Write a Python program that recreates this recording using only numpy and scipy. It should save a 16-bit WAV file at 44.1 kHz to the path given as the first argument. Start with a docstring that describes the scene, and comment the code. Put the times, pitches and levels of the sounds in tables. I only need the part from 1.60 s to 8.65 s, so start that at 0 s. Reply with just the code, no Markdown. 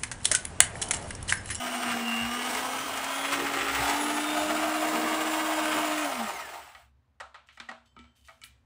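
"""An electric hand mixer whisks batter in a plastic bowl in a small tiled kitchen with a low room murmur.
At first, on the slow setting, the rotor hums, the commutator whines, gears and wire beaters rattle and the
motor sags under load; the beaters dip, graze and strike the bowl while batter slaps and gulps. It speeds up to
the fast setting, is switched off and coasts to rest. Laid on the counter, it knocks, scrapes, clinks and twangs.
Shaft-driven tones, clicks and noise make the running motor; struck modes and noise bursts make the contacts."""
import sys
import numpy as np
from scipy import signal
from scipy.fft import rfft, irfft, next_fast_len
from scipy.io import wavfile
from scipy.ndimage import uniform_filter1d

SR = 44100
rng = np.random.default_rng(int(sys.argv[2]) if len(sys.argv) > 2 else 0)


def inscribe(sig):
    """Save sig as 16-bit PCM at rate SR to the path in sys.argv[1].

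    A 1-D sig is mono; a 2-D sig holds one channel per row.
    Samples are clipped to [-1, 1] before scaling.
    """
    pcm = np.round(np.clip(np.atleast_2d(sig).T, -1, 1) * 32767)
    wavfile.write(sys.argv[1], SR, pcm.astype(np.int16))


N = 310905
T = np.arange(N) / SR
TOP_HZ = 15650
OFF_S, COAST_S, COAST_BEND = 4.42, .93, .22
FAST_FROM_S, FAST_RAMP_S = 2.3, 1
FULL_HZ, STALL_HZ = 310, 35  # shaft speed of the full noise level; speed below which noise dies away
BARS = 12  # commutator bars
GEAR_RATIO = 20  # shaft turns per beater turn


def mixer():
    """Motor, gears and beaters, all turned by one shaft."""
    hz, coast = shaft()
    turns = np.cumsum(hz * (1 + .002 * walk(90))) / SR
    beater_turns = turns / GEAR_RATIO
    flutter_db = flutter(beater_turns)
    graze_db, hiss_db = grazes()
    fast = np.clip((T - FAST_FROM_S) / FAST_RAMP_S, 0, 1)
    # torque throbs at twice the mains frequency on the slow setting
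    throb = np.sin(2 * np.pi * 100 * T) * (1 - fast)
    whine = kitchen(motor_tones(hz, turns, fast, coast, throb), near_db=-16, far_db=-19)
    return (rotor_hum(hz, turns) + whine
            + brushes(hz, turns, throb, hiss_db + flutter_db)
            + gears(hz, turns, fast, flutter_db / 2)
            + beaters(hz, beater_turns, graze_db + flutter_db))


# Shaft speed under power, before the coast factor: time_s, speed_hz
MOTOR_SPEED = [(0.0, 248.0), (0.14, 248.2), (0.24, 244.8), (0.36, 236.6), (0.5, 231.2), (0.63, 233.3),
               (0.75, 242.9), (0.98, 255.3), (1.5, 270.5), (1.74, 282.8), (1.88, 281.1), (2.14, 275.6),
               (2.45, 295.3), (3.05, 309.9), (3.4, 312.8), (3.8, 314.1), (4.15, 309.1), (4.42, 304.4)]


def shaft():
    """Shaft speed in Hz and share of the coast gone by; friction brings the rotor to rest."""
    coast = np.clip((T - OFF_S) / COAST_S, 0, 1)
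    return curves(MOTOR_SPEED)[0] * (1 - coast) * (1 - COAST_BEND * coast), coast


# Hum swelling as rotor speed meets a resonance: shaft_speed_hz, rms_level_db
HUM_RESPONSE = [(90, -83), (198, -67), (217, -38), (235, -35), (245, -41.5), (266, -49), (281, -41),
                (293, -35), (312, -35)]


def rotor_hum(hz, turns):
    """Sine at the shaft rate, its level set by the speed."""
    level_db = np.interp(hz, *np.transpose(HUM_RESPONSE))
    return np.sqrt(2) * np.sin(2 * np.pi * turns) * undb(level_db) * (hz > 0)


# Motor harmonics, levels before swells, fades and housing: shaft_multiple, slow_level_db, fast_level_db
TONES = [(2, -51.5, -45), (3, -56, -47), (5, -45, -46.5), (6, -54, -62), (9, -56, -53), (12, -47, -50),
         (13, -59, -64), (14, -64, -52.5), (16, -66, -55.5), (17, -66, -60), (19, -63, -63), (21, -65, -56),
         (22, -57, -59), (23, -54, -49.5), (24, -54, -52.5), (26, -58, -51.5), (28, -64, -59),
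         (29, -62, -61), (30, -61, -54.5), (31, -58, -54), (32, -66, -59), (34, -62, -60), (35, -61, -63),
         (36, -50.5, -48.5), (48, -59, -51), (60, -69, -52.5), (72, -70, -54), (84, -75, -56)]
# Whine as the mixer is moved: middle_s, length_s, lowest_bar_tone_rise_db, tones_above_rise_db
WHINE_SWELLS = [(.15, .45, 4, 1), (.51, .36, 9.5, -5), (.9, .45, 3, 3), (1.24, .3, 6, 2),
                (1.43, .2, -1, -4), (1.63, .25, 8, 2), (2, .55, -10, -9), (2.45, .3, 5, 4),
                (2.72, .36, 7, 1), (4.82, .3, 11, 0)]
# Radiation of the motor tones by the housing: freq_hz, gain_db
HOUSING = [(480, -6), (515, 5), (545, -2), (564, 10), (590, 1), (620, 4), (660, 1), (700, 6), (760, 1),
           (1500, 0), (1750, 8), (1950, 3), (2600, 0), (3780, -1), (4700, -5), (5700, -1), (7300, 1),
           (8300, -3), (8900, 4), (9250, 3), (9550, -1), (10150, -1), (10580, 5), (10900, 2), (11120, -2),
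           (11300, -11), (11900, -3), (13500, -7), (14400, -6), (15050, 0)]
BAR_THROB, TONE_THROB = 0.91, 0.23  # throb depth: lowest commutator tone, others
BAR_DROP_DB, TONE_DROP_DB, OFF_DROP_S = 4, 6, .06  # drop when the current stops: commutator, others
BAR_FADE_DB, TONE_FADE_DB = 52, 70  # further loss over the coast: commutator, others
SHAFT_PLAY_TURNS, WHINE_GRAIN_DB = .003, 2.5  # bearing play and bouncing brushes roughen the whine


def motor_tones(hz, turns, fast, coast, throb):
    """Harmonics of the shaft; those of the commutator bars glide on as the rotor coasts."""
    lowest_rise_db, upper_rise_db = swells(WHINE_SWELLS)
    off = np.clip((T - OFF_S) / OFF_DROP_S, 0, 1)
    bar_loss_db = BAR_DROP_DB * off + BAR_FADE_DB * coast ** 3
    tone_loss_db = TONE_DROP_DB * off + TONE_FADE_DB * coast ** 2
    turns = turns + SHAFT_PLAY_TURNS * walk(300)
    grain = undb(WHINE_GRAIN_DB * (walk(60) + walk(250)) / np.sqrt(2))
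    whine = 0
    for k, slow_db, fast_db in TONES:
        level_db = slow_db + fast * (fast_db - slow_db)
        level_db = level_db + 2.2 * walk(14)  # each tone wavers on its own
        level_db = level_db - (tone_loss_db if k % BARS else bar_loss_db)
        level_db = level_db + (k == BARS) * lowest_rise_db + (k > BARS) * upper_rise_db
        depth = BAR_THROB if k == BARS else TONE_THROB
        tone = np.sin(2 * np.pi * (k * turns + rng.random())) * (k * hz < TOP_HZ)
        whine = whine + undb(level_db) * (1 + depth * throb) * tone
    return colour(whine * unit(grain) * (hz > 0), HOUSING)


# Spectral outline of the brush hiss: freq_hz, gain_db
BRUSH_COLOUR = [(2000, -17), (4000, 5), (5500, 3.5), (6500, -2), (7700, 7.5), (9500, 3.5), (11500, 0),
                (13500, -8), (15200, 10), (16000, -16.5)]
BRUSH_DB, BRUSH_DOUBLING_DB = -43.5, 8  # level at FULL_HZ; rise per speed doubling


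def brushes(hz, turns, throb, rise_db):
    """Unevenly worn commutator bars tick under the sparking, hissing brushes."""
    bars = clicks(BARS * turns, rng.standard_normal(BARS), scatter_db=3)
    sparks = unit(grains(520, spread_db=1.5))
    hiss = .5 * unit(bars) + rng.standard_normal(N) + 0.7 * sparks
    hiss = hiss * (1 + 0.11 * throb)
    level_db = driven(hz, BRUSH_DB, BRUSH_DOUBLING_DB) + rise_db
    return unit(kitchen(colour(hiss, BRUSH_COLOUR))) * undb(level_db)


# Gears juddering in their play: middle_s, length_s, rise_db
JUDDERS = [(1, 0.48, 3), (2.29, 0.31, 4.5), (2.79, .09, 4.5), (2.91, 0.056, 4.5), (3.04, .08, 3.5),
           (3.23, .09, 3), (4.01, 0.2, 2.5), (4.615, .06, 5), (4.69, 0.077, 4), (4.96, 0.13, 4.5)]
# Gearbox resonances rung by judders: freq_hz, width_hz, gain_db
JUDDER_PEAKS = [(710, 90, -8.5), (920, 110, -5.5)]
# Fixed resonances heard on the fast setting with the mixer held still: freq_hz, width_hz, gain_db
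STILL_PEAKS = [(614, 16, 7), (695, 34, -1), (924, 22, 1), (1052, 26, 2), (1157, 24, 3), (1232, 36, -2),
               (2970, 140, -1)]
# Resonances of casing and bowl, also for beaters and strikes: freq_hz, width_hz, gain_db
CASING = [(220, 8.2, 12), (736, 210, 4), (920, 11, -7), (1265, 280, -4.5), (1590, 37, -6), (2063, 240, -3)]
# Spectral outline of the gears: freq_hz, gain_db
GEAR_COLOUR = [(300, -36), (540, -10), (690, 0), (820, -2.5), (1250, -2.5), (1600, -11), (2600, -15)]
GEAR_DB, GEAR_DOUBLING_DB = -34, 9  # level at FULL_HZ; rise per speed doubling
JUDDER_FULL_DB = 5  # judder that rings its peaks fully


def gears(hz, turns, fast, rise_db):
    """The worm gear chatters in its play, coloured by fixed resonances and the casing."""
    judder_db = swells(JUDDERS)[0]
    teeth = unit(clicks(turns + .1 * walk(200), [1], scatter_db=1.0))
    load_db = 1.8 * np.tanh(walk(35))  # batter drags unevenly on the beaters
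    rattle = (0.55 * teeth + unit(grains(1800, spread_db=3.5))) * undb(load_db)
    rattle = rattle + fast * (resonate(rattle, STILL_PEAKS) - rattle)
    rattle = rattle + judder_db / JUDDER_FULL_DB * (resonate(rattle, JUDDER_PEAKS) - rattle)
    level_db = driven(hz, GEAR_DB, GEAR_DOUBLING_DB) + judder_db + rise_db
    return unit(kitchen(colour(resonate(rattle, CASING), GEAR_COLOUR))) * undb(level_db)


# Beaters dipping into the batter, also for batter(): middle_s, length_s, gulp_rise_db, slap_rise_db, clatter_rise_db
DIPS = [(.32, 0.28, 21, 2, 3), (.62, 0.42, 19, -4.5, 1), (1.2, 0.9, 10.5, 0, -1),
        (1.95, 0.76, 12.5, 5.5, 3), (2.22, 0.5, 18.5, 4, 4), (2.9, 0.56, 8, 2, 1),
        (3.5, 0.49, 6, -0.5, 0.5), (4.14, .25, 9, 2.5, 1)]
# Spectral outline of the beaters: freq_hz, gain_db
BEATER_COLOUR = [(500, -26), (1000, 2), (1500, 3.5), (1800, 4), (2130, 1), (2500, 1), (2900, 3.5),
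                 (3300, 0), (4500, -7.5), (6300, -9.5), (8000, -3), (12000, -24.5), (15500, -30)]
BEATER_DB, BEATER_DOUBLING_DB = -35, 7.5  # level at FULL_HZ; rise per speed doubling


def beaters(hz, beater_turns, rise_db):
    """Wires slap past in turn on slower shafts and clatter at random."""
    wires = unit(clicks(10 * beater_turns + 0.2 * walk(100), [1, -1], scatter_db=3.5))
    clatter = wires + 1.02 * unit(grains(1500, spread_db=2.0))
    dip_db = swells(DIPS)[2]
    level_db = driven(hz, BEATER_DB, BEATER_DOUBLING_DB) + dip_db + rise_db
    return unit(kitchen(colour(resonate(clatter, CASING), BEATER_COLOUR))) * undb(level_db)


# Wires grazing the bowl wall: middle_s, length_s, clatter_rise_db, hiss_rise_db
GRAZES = [(.32, 0.12, 2.5, 2.5), (.53, 0.18, 2.5, 3.5), (.95, 0.3, 2, 4.5), (1.65, 0.033, 8.5, -4),
          (1.735, 0.07, 6.5, 8), (2.23, 0.44, 0.5, 6.5)]


def grazes():
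    """Level changes in dB of beater clatter and hiss as wires touch the wall."""
    return swells(GRAZES)


# Wobble at 1, 2, 3, 4 cycles per beater turn: depth_db
FLUTTER_DB = [1.1, .6, .7, .7]


def flutter(beater_turns):
    """Level in dB of a wobble that repeats with every turn of the slightly bent beaters."""
    return sum(db * np.sin(2 * np.pi * (k * beater_turns + rng.random())) for k, db in enumerate(FLUTTER_DB, 1))


def driven(hz, full_db, doubling_db):
    """Level in dB of a noise that grows with the shaft speed and vanishes at a standstill."""
    hz = np.maximum(hz, 1)
    return full_db + doubling_db * np.log2(hz / FULL_HZ) - 10 * np.log10(1 + (STALL_HZ / hz) ** 2)


# Spectral outline of the slaps: freq_hz, gain_db
BATTER_COLOUR = [(90, -33), (200, -5.5), (260, -3), (350, 0.5), (430, 0), (520, -6), (800, -23.5)]
# Spectral outline of the gulps: freq_hz, gain_db
GULP_COLOUR = [(25, -34), (45, -15.5), (65, 11.5), (82, -24), (115, 10), (160, -7.5), (260, -30.5)]
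SLAP_DB, SLAP_DOUBLING_DB = -43, 6  # level at FULL_HZ; rise per speed doubling
GULP_DB, GULP_DOUBLING_DB = -65.5, 10.5  # as above
LIFTED_AT = 0.79  # share of the coast after which the beaters are clear of the batter


def batter():
    """Soft irregular slaps of churned batter, and low gulps where the beaters dig in."""
    hz, coast = shaft()
    dip_gulp_db, dip_slap_db, _ = swells(DIPS)
    immersed = 1 - np.minimum(coast / LIFTED_AT, 1) ** 2
    slap_db = driven(hz, SLAP_DB, SLAP_DOUBLING_DB) + dip_slap_db
    gulp_db = driven(hz, GULP_DB, GULP_DOUBLING_DB) + dip_gulp_db
    slaps = (unit(grains(250, spread_db=1.5)) + .5 * rng.standard_normal(N)) * undb(2 * walk(11))
    slaps = colour(resonate(slaps, [(235.2, 7, 14.0)]), BATTER_COLOUR)
    slaps = unit(kitchen(slaps)) * undb(slap_db)
    gulps = unit(colour(grains(200, spread_db=6.0), GULP_COLOUR)) * undb(gulp_db)
    return (slaps + gulps) * immersed


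# Beaters striking the bowl, impulse level before filters and gain: start_s, level_db
STRIKES = [(0.9506, -14.5), (0.9746, -23), (1.3747, -14.5), (1.4443, -16), (1.713, -22), (2.1305, -19.5),
           (2.1518, -14), (2.2627, -26), (2.281, -15.5), (2.2981, -12), (2.304, -23), (3.0026, -24)]


def strikes():
    """Impulses ring casing and bowl where a beater catches the wall."""
    hits = np.zeros(N)
    for start_s, level_db in STRIKES:
        hits[int(start_s * SR)] += undb(level_db)
    outline = [(300, -7.0), (900, 10.0), (2500, 8.5), (5000, 4.5), (8000, 10.0), (11000, -1.5), (15000, -18.5)]
    ticks = colour(resonate(hits, CASING), outline)
    return undb(3.0) * kitchen(ticks)


# Last jolt of the gears, then knocks and rebounds as the mixer is laid down; range levels before the final colour:
# start_s, thump_db, body_db, clack_db, tick_db, rise_s, contact_s, casing_ring_db, whisk_ring_db
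KNOCKS = [(5.149, -80, -47.5, -49, -66, 0.0005, 0.036, -2, -13),
          (5.6, -82, -40.5, -44.5, -52.5, 0.0013, 0.14, -5, -16),
          (5.609, -85, -38, -50, -60, 0.00044, 0.031, -8, -15),
          (5.743, -90, -44, -49.5, -66, 0.0023, 0.064, -7, -16),
          (5.872, -90, -78, -75, -67, .0003, .01, -20, -14),
          (5.887, -84, -60, -52.5, -75, 0.0014, 0.03, -14, -17),
          (5.973, -65, -51, -51.5, -66, 0.00078, 0.033, -1, -8),
          (6, -51, -44.5, -41.5, -54, 0.00026, 0.053, -10, -22),
          (6.087, -46.5, -37, -40, -56.5, 0.0019, 0.09, 1.5, -26),
          (6.114, -51, -40, -51, -62, 0.00055, 0.017, -9, -26),
          (6.364, -51.5, -48, -57, -79, 0.0017, .03, -22, -1),
          (6.389, -50, -59, -54, -69, 0.0016, 0.034, -11, -5),
          (6.441, -70, -60, -62, -80, 0.0011, 0.013, -15, -12),
          (6.675, -85, -71, -66, -59, .0003, .012, -14, -1),
          (6.683, -78, -47, -51, -77, 0.0033, 0.046, -4, -10.5),
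          (6.816, -75, -62, -52.5, -58, 0.00069, 0.013, -28, 4),
          (6.837, -72, -71, -46.5, -56, 0.000058, 0.011, -10, -10),
          (6.84, -85, -70, -51, -52, 0.000089, 0.011, -16, -20)]
# Casing modes, before scatter: freq_hz, level_db, t60_s
CASING_MODES = [(236.7, 15, 0.49), (657, 1.5, 0.26), (771, 4.5, 0.22), (828, 0.5, 0.16), (1146, 1, 0.17),
                (1420, 2, 0.046), (1560, 4, 0.076), (1730, 1.5, 0.17), (1917, 18.5, 0.062), (2180, 7, 0.19),
                (2580, 7, 0.091), (2940, 8, 0.069), (5030, 7, 0.076)]
# Whisk modes, before scatter: freq_hz, level_db, t60_s
WHISK_MODES = [(242, -10, 0.48), (917, -1, 0.3), (1265, 12, 0.13), (1330, 5.5, 0.29), (1965, -0.5, 0.22),
               (2260, 11, 0.11), (2340, 3, 0.26), (2940, 2, 0.23), (4500, -16, 0.2)]


def knocks():
    """Each contact is a brief clatter that rings casing and whisk; its hardness sets the weight of four ranges."""
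    out = np.zeros(N + SR)
    ranges_hz = [(150, 400), (550, 1450), (1450, 4200), (4200, 15000)]
    for start_s, *range_db, rise_s, contact_s, casing_db, whisk_db in KNOCKS:
        crack = chatter(contact_s)
        size = len(crack)
        # duller echo from the tiles
        crack = crack + .5 * colour(burst(0.35), [(3000, 1.0), (9000, -2.5)])
        casing = undb(casing_db) * ring(CASING_MODES, size)
        whisk = undb(whisk_db) * ring(WHISK_MODES, size)
        blow = crack + casing + whisk
        blow = blow * (1 - np.exp(-T[:size] / rise_s))  # a rolling contact builds up slowly
        at = int(start_s * SR)
        for edges_hz, level_db in zip(ranges_hz, range_db):
            band = signal.butter(4, edges_hz, "band", fs=SR, output="sos")
            part = signal.sosfilt(band, blow)
            out[at:at + size] += undb(level_db) * part / np.std(part[:1100])
    outline = [(450, -7.0), (800, -7.5), (2500, -2.5), (5000, -5.0), (8000, 0.5), (14000, -30)]
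    return colour(out[:N], outline)


CHATTER_PER_S, CHATTER_DECAY_S = 260, .0011  # tiny hits of loose parts within a knock


def chatter(contact_s):
    """A contact broken into tiny uneven hits, the first at once; energy 1."""
    crack = burst(contact_s)
    hits = (rng.random(len(crack)) < CHATTER_PER_S / SR) * rng.random(len(crack))
    hits[0] = 1
    decay = np.exp(-1 / (CHATTER_DECAY_S * SR))
    crack = crack * (.2 + signal.lfilter([1], [1, -decay], hits))
    return crack / np.linalg.norm(crack)


GRIP_DETUNE, SPOT_SCATTER_DB = .009, 3  # grip and contact point shift and weight the modes at each blow


def ring(modes, size):
    """Decaying modes struck at a random spot, of energy 1."""
    t = T[:size]
    x = np.zeros(size)
    for freq_hz, level_db, t60_s in modes:
        envelope = undb(level_db + SPOT_SCATTER_DB * rng.standard_normal() - 60 * t / t60_s)
        shifted_hz = freq_hz * (1 + GRIP_DETUNE * rng.standard_normal())
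        x += envelope * np.sin(2 * np.pi * shifted_hz * t)
    return x / np.linalg.norm(x)


# Beater wires sliding on the counter: start_s, level_db, t60_s
SLIDES = [(5.86, -72, 0.41), (5.92, -68, 0.99), (6.252, -68, 0.11), (6.55, -69, 0.96), (6.64, -64.5, 0.49)]
# Dry swishes of the casing along the counter: start_s, level_db, t60_s
SWISHES = [(6.56, -74, 0.75), (6.66, -72, 0.44), (6.838, -49, 0.14)]
# Resonances of the sliding wires: freq_hz, width_hz, gain_db
WIRES = [(3050, 85, 10), (3640, 90, 0.5), (4500, 120, -1), (6260, 150, -1), (7950, 220, 0)]
SLIDE_ATTACK_S, SWISH_ATTACK_S = 0.0096, 0.0028


def slide():
    """Thin scraping of the beater wires as they settle, ending in a dry swish along the counter."""
    scrape = resonate(rng.standard_normal(N) + unit(grains(610, spread_db=-6.0)), WIRES)
    scrape = unit(colour(scrape, [(800, -12), (2500, 10.0), (8000, 3.0), (14000, -9.0)]))
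    swish = unit(colour(rng.standard_normal(N), [(3000, -23.5), (9000, 6), (15000, -1.0)]))
    return scrape * strokes(SLIDES, SLIDE_ATTACK_S) + swish * strokes(SWISHES, SWISH_ATTACK_S)


# Wires touching down, rms over the first 25 ms: start_s, level_db
TWANGS = [(6.258, -70.5), (6.389, -65)]
# Modes of a wire, before scatter: freq_hz, level_db, t60_s
WIRE_MODES = [(3100, 5, 1), (3500, 4, 0.24), (4530, -5, 0.5), (5250, -8, .4), (5986, -11, .45),
              (6417, -10, 0.44), (7100, -10, 0.46), (7800, -3, 0.63)]


def twangs():
    """The thin wires of the beaters ring on after touching the counter."""
    out, size = np.zeros(N + SR), SR // 2
    for start_s, level_db in TWANGS:
        wire = sum(ring(WIRE_MODES, size) for _ in range(3))  # nearly alike wires beat against each other
        at = int(start_s * SR)
        out[at:at + size] += undb(level_db) * wire / np.std(wire[:1100])
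    return out[:N]


# Spectral outline of the quiet kitchen: freq_hz, gain_db
ROOM_COLOUR = [(25, -44), (45, -35), (65, 2.5), (90, -6.5), (125, -3), (170, -26), (240, -9), (320, -25),
               (1000, -24), (3000, -36), (8000, -47.5), (15000, -53.5)]
ROOM_DB = -67  # before its slow swell


def room_tone():
    """The low murmur of the quiet kitchen, strongest at its deepest resonance."""
    swell_db = 2.5 * walk(6)
    murmur = resonate(rng.standard_normal(N), [(67, 14, 1.6)])
    return unit(colour(murmur, ROOM_COLOUR)) * undb(ROOM_DB + swell_db)


SWAY_HZ = .35  # rate at which the hand carries the mixer through the reflections


def kitchen(x, near_db=-3, near_t60=0.025, far_db=-6, far_t60=0.24):
    """Direct sound, quick reflections from counter and tiles that shift as the mixer sways, and a duller tail."""
    def echoes():
        near = undb(near_db) * burst(near_t60)
        far = undb(far_db) * colour(burst(far_t60), [(2500, 12.0), (7000, 6.0), (15000, -7.0)])
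        return np.r_[np.zeros(61), near + far]
    here, there = echoes(), echoes()
    sway = 2 * np.pi * SWAY_HZ * T
    wet_here = np.cos(sway) * signal.oaconvolve(x, here)[:N]
    wet_there = np.sin(sway) * signal.oaconvolve(x, there)[:N]
    return (x + wet_here + wet_there) / np.sqrt(1 + (here @ here + there @ there) / 2)


def undb(db):
    """Decibels to gain."""
    return 10 ** (np.asarray(db) / 20)


def unit(x):
    """Scale to rms 1."""
    return x / np.sqrt(np.mean(x ** 2) + 1e-20)


def curves(table):
    """Each column of a table as a value per sample."""
    time_s, *columns = np.transpose(table)
    return [np.interp(T, time_s, c) for c in columns]


def walk(rate_hz):
    """Smoothed random curve of rms 1."""
    points = np.interp(T * rate_hz, np.arange(4096), rng.standard_normal(4096))
    return unit(uniform_filter1d(points, int(SR / rate_hz)))


def swells(table):
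    """Smooth humps from rows of (middle_s, length_s, heights): one sum per column of heights."""
    rows = np.array(table)
    humps = np.cos(np.pi * np.clip((T - rows[:, :1]) / rows[:, 1:2], -.5, .5)) ** 2
    return rows[:, 2:].T @ humps


def strokes(table, attack_s):
    """Gain of strokes that rise quickly and die away, from rows of (start_s, level_db, t60_s)."""
    gain = np.zeros(N)
    for start_s, level_db, t60_s in table:
        attack = np.clip((T - start_s) / attack_s, 0, 1)
        decay_db = 60 * np.maximum(T - start_s - attack_s, 0) / t60_s
        gain += attack * undb(level_db - decay_db)
    return gain


def colour(x, points):
    """Causal minimum-phase filter with the given (freq_hz, gain_db) outline."""
    size = next_fast_len(len(x) + 8192, real=True)
    size += size % 2
    hz, db = np.transpose(points)
    bins_hz = np.arange(size // 2 + 1) * SR / size
    gain = undb(np.interp(np.log(bins_hz + 1), np.log(hz), db))
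    cepstrum = irfft(np.log(gain))
    cepstrum[1:size // 2] *= 2
    cepstrum[size // 2 + 1:] = 0
    return irfft(rfft(x, size) * np.exp(rfft(cepstrum)))[:len(x)]


def resonate(x, peaks):
    """The sound plus what it rings up in (freq_hz, width_hz, gain_db) resonances."""
    return x + sum(undb(db) * signal.lfilter(*signal.iirpeak(hz, hz / width, fs=SR), x) for hz, width, db in peaks)


def burst(t60_s, size=22050):
    """Noise that dies away, of energy 1."""
    x = rng.standard_normal(size) * np.exp(-np.log(1000) * T[:size] / max(t60_s, .002))
    return x / np.linalg.norm(x)


def clicks(cycles, pattern, scatter_db):
    """A click at each whole cycle, sized by a repeating pattern and by chance."""
    at = np.flatnonzero(np.diff(np.floor(cycles)) > 0)
    # split between two samples for exact timing
    share = (np.ceil(cycles[at]) - cycles[at]) / (cycles[at + 1] - cycles[at])
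    chance = np.clip(rng.standard_normal(N)[:len(at)], -2, 2)
    size = np.resize(pattern, len(at)) * undb(scatter_db * chance)
    return np.bincount(at, size * (1 - share), N) + np.bincount(at + 1, size * share, N)


def grains(rate_hz, spread_db):
    """Random tiny impacts of either sign, with exponentially spread levels."""
    level_db = spread_db * np.minimum(rng.exponential(size=N), 3.6)
    return (rng.random(N) < rate_hz / SR) * rng.choice([-1, 1], N) * undb(level_db)


def scene():
    """Sum of all sources, one channel."""
    return (mixer() + batter() + strikes() + knocks() + slide() + twangs() + room_tone())[None]


def record(dry):
    """Steep low-pass at TOP_HZ."""
    return signal.sosfilt(signal.ellip(12, .2, 80, TOP_HZ, fs=SR, output="sos"), dry)


dry = scene()
out = record(dry)
inscribe(out)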